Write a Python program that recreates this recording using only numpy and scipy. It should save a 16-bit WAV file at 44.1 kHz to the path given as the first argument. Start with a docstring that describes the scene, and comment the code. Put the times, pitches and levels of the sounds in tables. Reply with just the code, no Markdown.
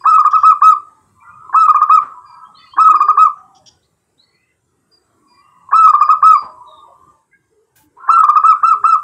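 """Under a hard, echoing roof, a caged zebra dove coos five rippling phrases close to a microphone.
Each coo is a gliding, nearly pure tone with faint overtones; most begin with a creak of quick pops.
Far doves answer in blurred, arched notes; small birds sing fuzzy glides, thin whistles and harsh chirps.
A brief rustle and a quiet outdoor hush are shaped noise. A limiter and a hard ceiling tame the peaks."""
import sys
import numpy as np
from scipy import signal
from scipy.fft import next_fast_len
from scipy.io import wavfile
from scipy.ndimage import uniform_filter1d

SR = 44100
rng = np.random.default_rng(int(sys.argv[2]) if len(sys.argv) > 2 else 0)


def to_wav(s):
    """Save 16-bit WAV."""
    ch = np.atleast_2d(s).T  # columns
    pcm = np.round(np.clip(ch, -1, 1) * 32767)  # PCM
    wavfile.write(sys.argv[1], SR, pcm.astype(np.int16))


N = 398223


def gain_of(db):
    """Turns decibels into a multiplier."""
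    return 10 ** (np.asarray(db) / 20)


def evened(x):
    """Scales a sound to an average (RMS) strength of 1."""
    return x / np.sqrt(np.mean(x ** 2) + 1e-20)


def read(points, hz):
    """Reads a frequency curve between its points, on a logarithmic pitch scale."""
    f, value = np.transpose(points)
    return np.interp(np.log(hz + 1), np.log(f + 1), value)


def add(mix, s, sound):
    """Lays a sound into the mix, starting s seconds in."""
    part = mix[max(round(s * SR), 0):][:len(sound)]
    part += sound[:len(part)]


def fade(count, rise, fall):
    """Smooth rise and fall, in seconds."""
    edge = np.arange(count) / SR
    nearest_end = np.minimum(edge / rise, edge[::-1] / fall)
    return np.sin(np.pi / 2 * np.clip(nearest_end, 0, 1)) ** 2


def resonate(x, hz, width):
    """Shifts the pitch hz down to zero, smooths, and shifts back: a resonance of gain 1."""
    turn = np.exp(2j * np.pi * np.cumsum(hz * np.ones(len(x))) / SR)
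    r = np.exp(-np.pi * width / SR)
    smooth = signal.lfilter([1 - r], [1, -r], x / turn)
    return 2 * (turn * smooth).real


def noise(colour, patchy_db, count):
    """Builds hiss from random short-time spectra with drifting louder and softer patches."""
    hz = np.fft.rfftfreq(1024, 1 / SR)
    a, b, patches = rng.standard_normal((count // 256 + 5, 513, 3)).T
    patches = uniform_filter1d(patches, size=3, axis=0)  # across frequency
    patches = evened(uniform_filter1d(patches, size=24, axis=1))  # along time
    spectra = (a + 1j * b) * gain_of(read(colour, hz)[:, None] + patchy_db * patches)
    return evened(signal.istft(spectra, nperseg=1024, noverlap=768)[1][:count])


# The close dove's coos, one list a phrase:
# (time [s], length [s], aim pitch [Hz], sag [Hz], level before the mix [dB])
COOS = [
    [(0.0544, 0.1145, 1314, 25, -4.6), (0.1804, 0.0375, 1305, 50, -4), (0.2497, 0.034, 1306, 97, -4),
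     (0.332, 0.045, 1340, 135, -5.3), (0.4329, 0.0965, 1316, 115, -3.6), (0.6186, 0.12, 1298, 78, -3.8)],
    [(1.544, 0.124, 1312, 25, -4.6), (1.6817, 0.0346, 1325, 65, -1.8), (1.7462, 0.0292, 1295, 75, -3.6),
     (1.8157, 0.0289, 1318, 90, -3.4), (1.8962, 0.0955, 1296, 92, -3.7)],
    [(2.7825, 0.101, 1308, 15, -4.4), (2.8858, 0.0434, 1325, 60, -4.2), (2.9422, 0.0309, 1300, 65, -4.8),
     (3.004, 0.0325, 1280, 55, -4.1), (3.0847, 0.0319, 1315, 85, -3.3), (3.174, 0.1015, 1303, 125, -4.3)],
    [(5.7281, 0.1415, 1320, 30, -4.3), (5.8711, 0.04, 1305, 45, -3.6), (5.937, 0.0261, 1280, 60, -2.6),
     (6.0099, 0.0315, 1292, 78, -3), (6.0898, 0.0469, 1320, 130, -3.1), (6.2263, 0.1384, 1312, 140, -3.2)],
    [(8.0901, 0.082, 1356, 5, -2.2), (8.1734, 0.0414, 1345, 15, -4.8), (8.2352, 0.0215, 1290, 5, -2.4),
     (8.2872, 0.0257, 1290, 45, -2.1), (8.3572, 0.0306, 1345, 140, -2.8), (8.4382, 0.0952, 1342, 135, -3.9),
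     (8.6323, 0.1076, 1366, 145, -4.2), (8.8405, 0.1197, 1362, 138, -4.5)],
]
# How a coo moves, by its place in the phrase:
# (leap [Hz], base rise time [s], last drop [Hz], swell [dB], creak lead [s], creak length [s],
#  creak level before CREAK_DB [dB])
FIRST_COO = (330, .0055, 50, -.5, .02, .019, 6.5)
TIED_COO = (235, .013, 100, 1.5, .012, .012, -60)
LATER_COO = (235, .008, 100, -3.5, .012, .013, 1.5)
# Moments when the pitch of a long first coo slips: (time [s], length [s], depth [Hz])
SLIPS = [(0.115, .032, 75), (1.63, .024, 70), (2.838, .026, 45), (5.82, .026, 35)]
# Moments when the coo sounds louder: (time [s], length [s], extra level [dB])
LOUDER_MOMENTS = [(0.128, .024, 2.5), (5.835, .035, 1.6), (8.195, .02, 1.5), (8.495, .03, 1.6)]
RISE_SHARE, DROP_SHARE = .03, .04  # longer coos rise and drop more slowly (share of the length)
SAG_POWER = 2.3


def dove():
    """Each coo leaps up to its aim, sags slowly and drops as it stops; tied coos have almost no creak."""
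    out = np.zeros(N)
    for phrase in COOS:
        manners = [FIRST_COO, TIED_COO] + [LATER_COO] * len(phrase)
        for (s, length, aim_hz, sag_hz, db), manner in zip(phrase, manners):
            leap_hz, rise, drop_hz, swell_db, lead, creak_s, creak_db = manner
            t = np.arange(-.003, length + .003, 1 / SR)
            hz = aim_hz - leap_hz * np.exp(-t / (rise + RISE_SHARE * length))
            hz -= sag_hz * np.abs(t / length) ** SAG_POWER
            hz -= drop_hz * np.exp((t - length) / (.003 + DROP_SHARE * length))
            for at, span, depth_hz in SLIPS:
                progress = np.clip((s + t - at) / span, 0, 1)
                hz -= depth_hz * np.sin(np.pi * progress ** .7)
            level_db = db + swell_db * (t / length - .5)
            for at, span, extra_db in LOUDER_MOMENTS:
                progress = np.clip((s + t - at) / span, 0, 1)
                level_db += extra_db * np.sin(np.pi * progress) ** 2
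            add(out, s + t[0], voice(hz, level_db))
            add(out, s - lead, creak(creak_s, creak_db))
    return out + clucks()


# Base level of the second to twelfth partial, beside the main tone: (level [dB])
OVERTONES = [-29.5, -37.5, -38.5, -44.5, -41.5, -50, -58, -55, -60.5, -58, -69]
# How the throat colours the overtones: (frequency [Hz], level [dB])
THROAT = [(2000, 2.5), (2500, -2.5), (3300, -6), (5000, -0.5), (6000, -2.5), (7600, 2), (9000, -2),
          (15000, -6)]
TONE_RISE_S, TONE_FALL_S, LEAK_RISE_S, LEAK_FALL_S = .007, .006, .021, .008
GLIDE_LOSS_DB = .0009  # overtones from the third partial up weaken while the pitch moves (dB per Hz/s)


def voice(hz, db):
    """The inflated throat passes a near sine; weak, unsteady overtones leak through more slowly."""
    turns = 2 * np.pi * (np.cumsum(hz) / SR + rng.random())
    t = np.arange(len(hz)) / SR
    waver = np.sin(t * rng.uniform(56, 160, (11, 1)) + 2 * np.pi * rng.random((11, 1)))
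    loss_db = GLIDE_LOSS_DB * uniform_filter1d(np.abs(np.gradient(hz)) * SR, size=200)
    weak = np.zeros(len(hz))
    for k, base_db in enumerate(OVERTONES):
        partial = k + 2
        partial_db = base_db + read(THROAT, partial * hz) + 8.0 * waver[k] - (k > 0) * loss_db
        weak += gain_of(partial_db) * np.sin(partial * turns)
    tone = np.sin(turns) * fade(len(hz), TONE_RISE_S, TONE_FALL_S)
    leak = weak * fade(len(hz), LEAK_RISE_S, LEAK_FALL_S) ** 2
    return gain_of(db) * (tone + leak)


# How the throat rings under each pop: (frequency [Hz], level before the creak's own level [dB])
CREAK_RING = [(690, -16), (980, -4.5), (1500, -7)]
CREAK_DB, CREAK_HZ = -19, 300  # base level; pops per second at the start, half as many again at the end


def creak(length, db):
    """Before the tone locks in, the membranes pop a few times, generally louder and louder."""
    t = np.arange(0, length, 1 / SR)
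    turns = np.cumsum(CREAK_HZ * (1 + .5 * t / length)) / SR + rng.random()
    starts = np.diff(turns // 1, prepend=0) > 0  # one pop at each whole turn
    pops = starts * gain_of(-17 * (1 - t / length) ** 4 + 2.6 * rng.standard_normal(len(t)))
    ring = sum(gain_of(d) * np.sin(2 * np.pi * f * t[:190]) for f, d in CREAK_RING)
    return gain_of(db + CREAK_DB) * np.convolve(pops, ring * np.hanning(190))


# A small cluck before each phrase: (time [s], starting level before its fade-in and the mix [dB])
CLUCKS = [(0.01, -26), (1.493, -16.5), (2.735, -22.5), (5.688, -20.5), (8.034, -22)]


def clucks():
    """Each cluck is a 1050 Hz tone that starts quickly and dies away."""
    out = np.zeros(N)
    t = np.arange(SR // 20) / SR
    tone = np.sin(2 * np.pi * 1050 * t) * np.minimum(t / 0.0036, 1)
    for s, db in CLUCKS:
        add(out, s, gain_of(db - 60 * t / 0.042) * tone)
    return out


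# Echoes from roof, walls and floor: (delay [ms], gain before dulling [multiplier])
ECHOES = [(1.77, 0.24), (7.12, 0.46), (9.07, 0.29), (9.3, 0.22), (11.79, 0.123), (12.83, 0.092),
          (15.51, 0.055), (19.46, 0.214), (20.05, 0.028), (25.12, 0.15), (29.75, 0.12), (32.79, 0.22),
          (35.06, 0.16), (37.64, 0.078), (41.04, 0.063), (46.89, 0.15), (57.14, 0.024), (69.89, 0.093)]
ECHO_DULL_HZ = 5200


def shelter(x):
    """Adds single dull echoes from hard faces near the cage, strongest around the pitch of the coo."""
    taps = np.zeros(SR // 10)
    for ms, gain in ECHOES:
        taps[round(ms * SR / 1000)] += gain
    echoes = signal.fftconvolve(x, taps)[:N]
    echoes = signal.filtfilt(*signal.butter(2, ECHO_DULL_HZ, fs=SR), echoes)
    b, a = signal.butter(2, [820, 1480], "bandstop", fs=SR)
    off_pitch = signal.filtfilt(b, a, echoes)
    return x + echoes - .6 * off_pitch


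# How long the late echo takes to fall by 60 dB: (frequency [Hz], time [s])
YARD = [(300, .4), (1200, 0.47), (3000, 0.31), (8000, 0.3)]


def yard(x):
    """Late echo: random taps, each frequency band dying at its own speed."""
    hz, t, z = signal.stft(rng.standard_normal(SR), SR, nperseg=256)
    dying = z * gain_of(-60 * t / read(YARD, hz)[:, None])
    tail = signal.istft(dying, SR, nperseg=256)[1]
    return signal.fftconvolve(x, tail / np.linalg.norm(tail))[:N]


# Far doves, one list an answer: (time [s], level before end fades [dB], pitch before note variation [Hz])
FAR_DOVES = [
    [(0.95, -66.5, 1150), (1.17, -60, 1050), (1.22, -44, 1060), (1.36, -37, 1200), (1.52, -38.5, 1150)],
    [(2.0, -33, 1150), (2.5, -43, 1170), (2.73, -47, 1220)],
    [(3.36, -46.5, 1240), (3.678, -68.5, 854), (3.8, -75, 1050)],
    [(5.05, -72, 1218), (5.36, -52, 1100), (5.71, -44, 1020)],
    [(6.4, -34, 1150), (6.7, -40, 1060), (7.038, -44, 1040), (7.3, -70, 1020)],
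]


def far_doves():
    """Three birds sing arched notes of changing pitch, blurred by distance into a wavering band."""
    out = np.zeros(N)
    for rows in FAR_DOVES:
        s, db, hz = np.transpose(rows)
        t = np.arange(s[0], s[-1], 1 / SR)
        # 15 notes a second per bird, the birds out of step
        beat, note = np.modf((t - s[0]) * 15 + np.array([[0], [.3], [.6]]))
        pitch = rng.uniform(.84, 1.13, (40, 3))[note.astype(int), [[0], [1], [2]]]
        arch = 1.08 - .22 * np.exp(-beat / .2) - .16 * beat ** 2
        note_hz = np.interp(t, s, hz) * pitch * arch
        notes = np.sin(2 * np.pi * np.cumsum(note_hz, axis=1) / SR)
        notes *= np.sin(np.pi * np.minimum(beat / 0.88, 1))
        slow = signal.butter(4, 35, fs=SR, output="sos")
        flutter = signal.sosfiltfilt(slow, rng.standard_normal(len(t)))
        notes = notes.sum(axis=0) * (1 + .6 * evened(flutter))
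        # play twice and keep the second pass, so the echo is already ringing at its start
        echo = yard(np.r_[notes, notes])[len(t):2 * len(t)]
        blurred = evened(evened(echo) + .4 * evened(notes))
        add(out, s[0], gain_of(np.interp(t, s, db)) * blurred * signal.windows.tukey(len(t), .1))
    return out


def far_birds():
    """Glides, whistles and harsh chirps, each heard with a softer late echo from the yard."""
    birds = glides() + whistles() + chirps()
    return birds + gain_of(-7) * yard(birds)


# Far bird tones: (time [s], length [s], from [Hz], to [Hz], level before fades and echo [dB], blur [Hz])
TONES = [(1.195, .05, 2280, 2400, -58, 40), (1.285, .07, 2340, 2490, -59, 40),
         (1.22, .1, 1340, 1400, -45, 30), (2.37, .1, 1290, 1290, -42, 20),
         (1.228, 0.0579, 1968, 1963, -57, 20), (0.87, .17, 890, 880, -59, 40),
         (2.2, .3, 1620, 1610, -62, 50), (2.27, .14, 1000, 1030, -42, 90),
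         (2.47, 0.07, 850, 824.5, -55, 60), (2.59, .17, 4560, 4350, -54, 200),
         (2.44, .06, 3150, 3250, -63, 40), (2.655, .045, 2850, 2870, -57, 40),
         (2.54, 0.08, 3700, 4600, -50, 60), (2.546, 0.083, 3189, 3037, -54.5, 50),
         (2.564, 0.09, 3651, 3500, -54, 40), (2.57, 0.12, 1979, 1994, -56, 80),
         (2.58, 0.1278, 2590, 2488, -60, 50), (2.698, 0.09051, 3015, 3268, -50.5, 40),
         (2.75, .09, 330, 290, -49, 18), (2.86, .17, 320, 342, -47, 18), (2.998, 0.2, 396, 415, -50, 20),
         (3.3, 0.34097, 755, 770, -54.5, 40), (3.585, .06, 617, 610, -57, 10),
         (3.82, .05, 3600, 4300, -66, 500), (4.172, 0.09, 3600, 4400, -55, 70),
         (4.26, .13, 4400, 4350, -64, 60), (4.2, 0.38, 2010, 2030, -69, 80),
         (4.3, .26, 2200, 2720, -69, 120), (5.38, .32, 2780, 2790, -66, 30),
         (5.3, .38, 2000, 1950, -68, 80), (6.47, 0.04857, 614, 625, -45, 10),
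         (6.652, 0.18, 3850, 3660, -52.5, 80), (6.655, 0.07, 610, 625, -48, 10),
         (6.875, .06, 570, 560, -52, 20), (6.87, .05, 727, 686.8, -51, 120),
         (7.325, 0.04, 1620, 1634, -54, 40), (7.31, .05, 1974, 2150, -57, 60),
         (7.5, 0.18, 430, 417, -59, 25), (7.82, 0.1, 320, 290, -60, 25), (7.77, .08, 880, 870, -62, 30),
         (8.72, .24, 400, 420, -53, 30), (7.96, .08, 930, 1080, -43, 90), (7.99, .1, 1290, 1400, -40, 60),
         (8.03, .06, 1000, 1050, -40, 120), (7.75, .06, 1560, 1580, -62, 60),
         (8.55, .08, 1380, 1420, -36, 60), (6.05, .06, 650, 640, -50, 40), (6.17, .05, 600, 610, -52, 40)]


def glides():
    """Noise rings in two narrow resonances that follow a gliding pitch."""
    out = np.zeros(N)
    for s, length, from_hz, to_hz, db, blur_hz in TONES:
        u = np.linspace(0, 1, round(length * SR))
        hz = from_hz + (to_hz - from_hz) * np.sin(u * np.pi / 2)
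        fuzzy = resonate(rng.standard_normal(len(u)), hz, blur_hz)
        fuzzy = resonate(fuzzy, hz, 2 * blur_hz)
        add(out, s, gain_of(db) * evened(fuzzy) * signal.windows.tukey(len(u), .4))
    return out


# Thin whistles: (time [s], length [s], pitch before drift [Hz], level before flutter, fades and echo [dB],
#  octave below, beside the main tone [dB])
WHISTLES = [(0, 0.036, 4900, -50, -11.5), (2.245, 0.13, 4781, -53, -8), (2.945, 0.17, 4920, -49, -13),
            (4.91, 0.085, 4790, -53, -32), (5.26, 0.177, 4790, -59, -4), (5.995, 0.1, 4930, -46, -9.5),
            (6.315, 0.15, 4830, -41, -15), (8.38, 0.05, 5000, -57, -4)]


def whistles():
    """A slightly drifting, fluttering tone with a weaker one an octave below."""
    out = np.zeros(N)
    for s, length, hz, db, low_db in WHISTLES:
        drift = 1 + 0.011 * np.cos(np.linspace(0, 2.6, round(length * SR)) + rng.random())
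        low_turns = np.pi * hz * np.cumsum(drift) / SR
        flutter = uniform_filter1d(rng.standard_normal(len(low_turns)), size=500)
        tone = np.sin(2 * low_turns) + gain_of(low_db) * np.sin(low_turns)
        tone *= 1 + .4 * evened(flutter)
        add(out, s, gain_of(db) * tone * signal.windows.tukey(len(tone), .45))
    return out


# Harsh chirps of a small bird: (time [s], length [s], level before the bands, fades and echo [dB])
CHIRPS = [(0.309, 0.01919, -48), (0.373, 0.06747, -55), (3.545, 0.04628, -58), (3.658, 0.03678, -47.5)]
# Bands in every chirp: (frequency [Hz], width of each of two passes [Hz], level beside the chirp's [dB])
CHIRP_BANDS = [(3300, 500, -2), (4900, 300, -2), (5600, 500, 1), (6700, 400, -9)]


def chirps():
    """One burst of hiss rings in several bands at once."""
    out = np.zeros(N)
    for s, length, db in CHIRPS:
        hiss = rng.standard_normal(round(length * SR))
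        harsh = np.zeros(len(hiss))
        for hz, width, band_db in CHIRP_BANDS:
            band = resonate(resonate(hiss, hz, width), hz, width)
            harsh += gain_of(band_db) * evened(band)
        add(out, s, gain_of(db) * harsh * signal.windows.tukey(len(hiss), .3))
    return out


# Something brushes the cage: (time [s], time to fall by 60 dB [s], starting level before fades [dB])
RUSTLE = (7.755, 0.547, -47.5)
# Its tone colour: (frequency [Hz], relative level per Hz [dB])
RUSTLE_COLOUR = [(500, -12.5), (1500, -8.5), (5000, -10), (15000, -5)]


def rustle():
    """A short wide hiss that dies away."""
    s, t60, db = RUSTLE
    out = np.zeros(N)
    t = np.arange(SR // 5) / SR
    ends = np.clip(t / 0.008, 0, 1) * np.clip((.13 - t) / 0.05, 0, 1)
    hiss = noise(RUSTLE_COLOUR, 2.8, count=len(t))
    add(out, s, gain_of(db - 60 * t / t60) * ends * hiss)
    return out


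# Tone colour of the hush: (frequency [Hz], relative level per Hz [dB])
HUSH_COLOUR = [(25, -40), (50, -24), (75, 3), (110, 0), (170, -5.5), (200, -5), (260, -11), (370, -6),
               (600, -18), (1200, -15), (2500, -29), (4200, -33), (6000, -30), (7900, -21.5),
               (11000, -33.5), (15500, -42.5)]
# Loudness of the hush: (time [s], level [dB])
HUSH_DB = [(0.0, -56), (1.3, -57.5), (3.4, -59.5), (4.65, -63.5), (5.2, -59.5), (7.12, -57.5), (7.27, -65),
           (7.9, -63), (8.3, -57), (9.03, -53.5)]


def hush():
    """Distant traffic and air: a lumpy low wash."""
    s, db = np.transpose(HUSH_DB)
    level_db = np.interp(np.arange(N) / SR, s, db)
    return gain_of(level_db) * noise(HUSH_COLOUR, 4.8, count=N)


def scene():
    """Mixes the close dove and its echoes with the far birds, rustle and hush."""
    no_bass = signal.butter(3, 520, "high", fs=SR, output="sos")
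    bird = signal.sosfilt(no_bass, gain_of(-.7) * dove())
    late = yard(np.r_[np.zeros(SR // 25), bird])  # starts 40 ms after the bird
    close = shelter(bird) + gain_of(-23) * late
    return (close + far_doves() + far_birds() + rustle() + hush())[None]


MIC_LOW_HZ, EDGE_HZ = 58, 15700  # bass cut, treble limit
CEILING = 1.01  # before the final gain of .97


def record(dry):
    """A small microphone with little deep bass, a quick limiter, a hard ceiling, a bass cut and a band limit."""
    low_cut = signal.butter(2, MIC_LOW_HZ, "high", fs=SR, output="sos")
    thin = signal.sosfilt(low_cut, dry)
    swing = np.abs(signal.hilbert(thin, next_fast_len(N)))[:, :N]
    limited = thin / np.maximum(swing, 1) ** .72
    clipped = .97 * np.clip(limited, -CEILING, CEILING)
    band_limit = signal.firwin(1023, EDGE_HZ, window=("kaiser", 9), fs=SR)
    return signal.oaconvolve(signal.sosfilt(low_cut, clipped), band_limit[None], "same")


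dry = scene()
out = record(dry)
to_wav(out)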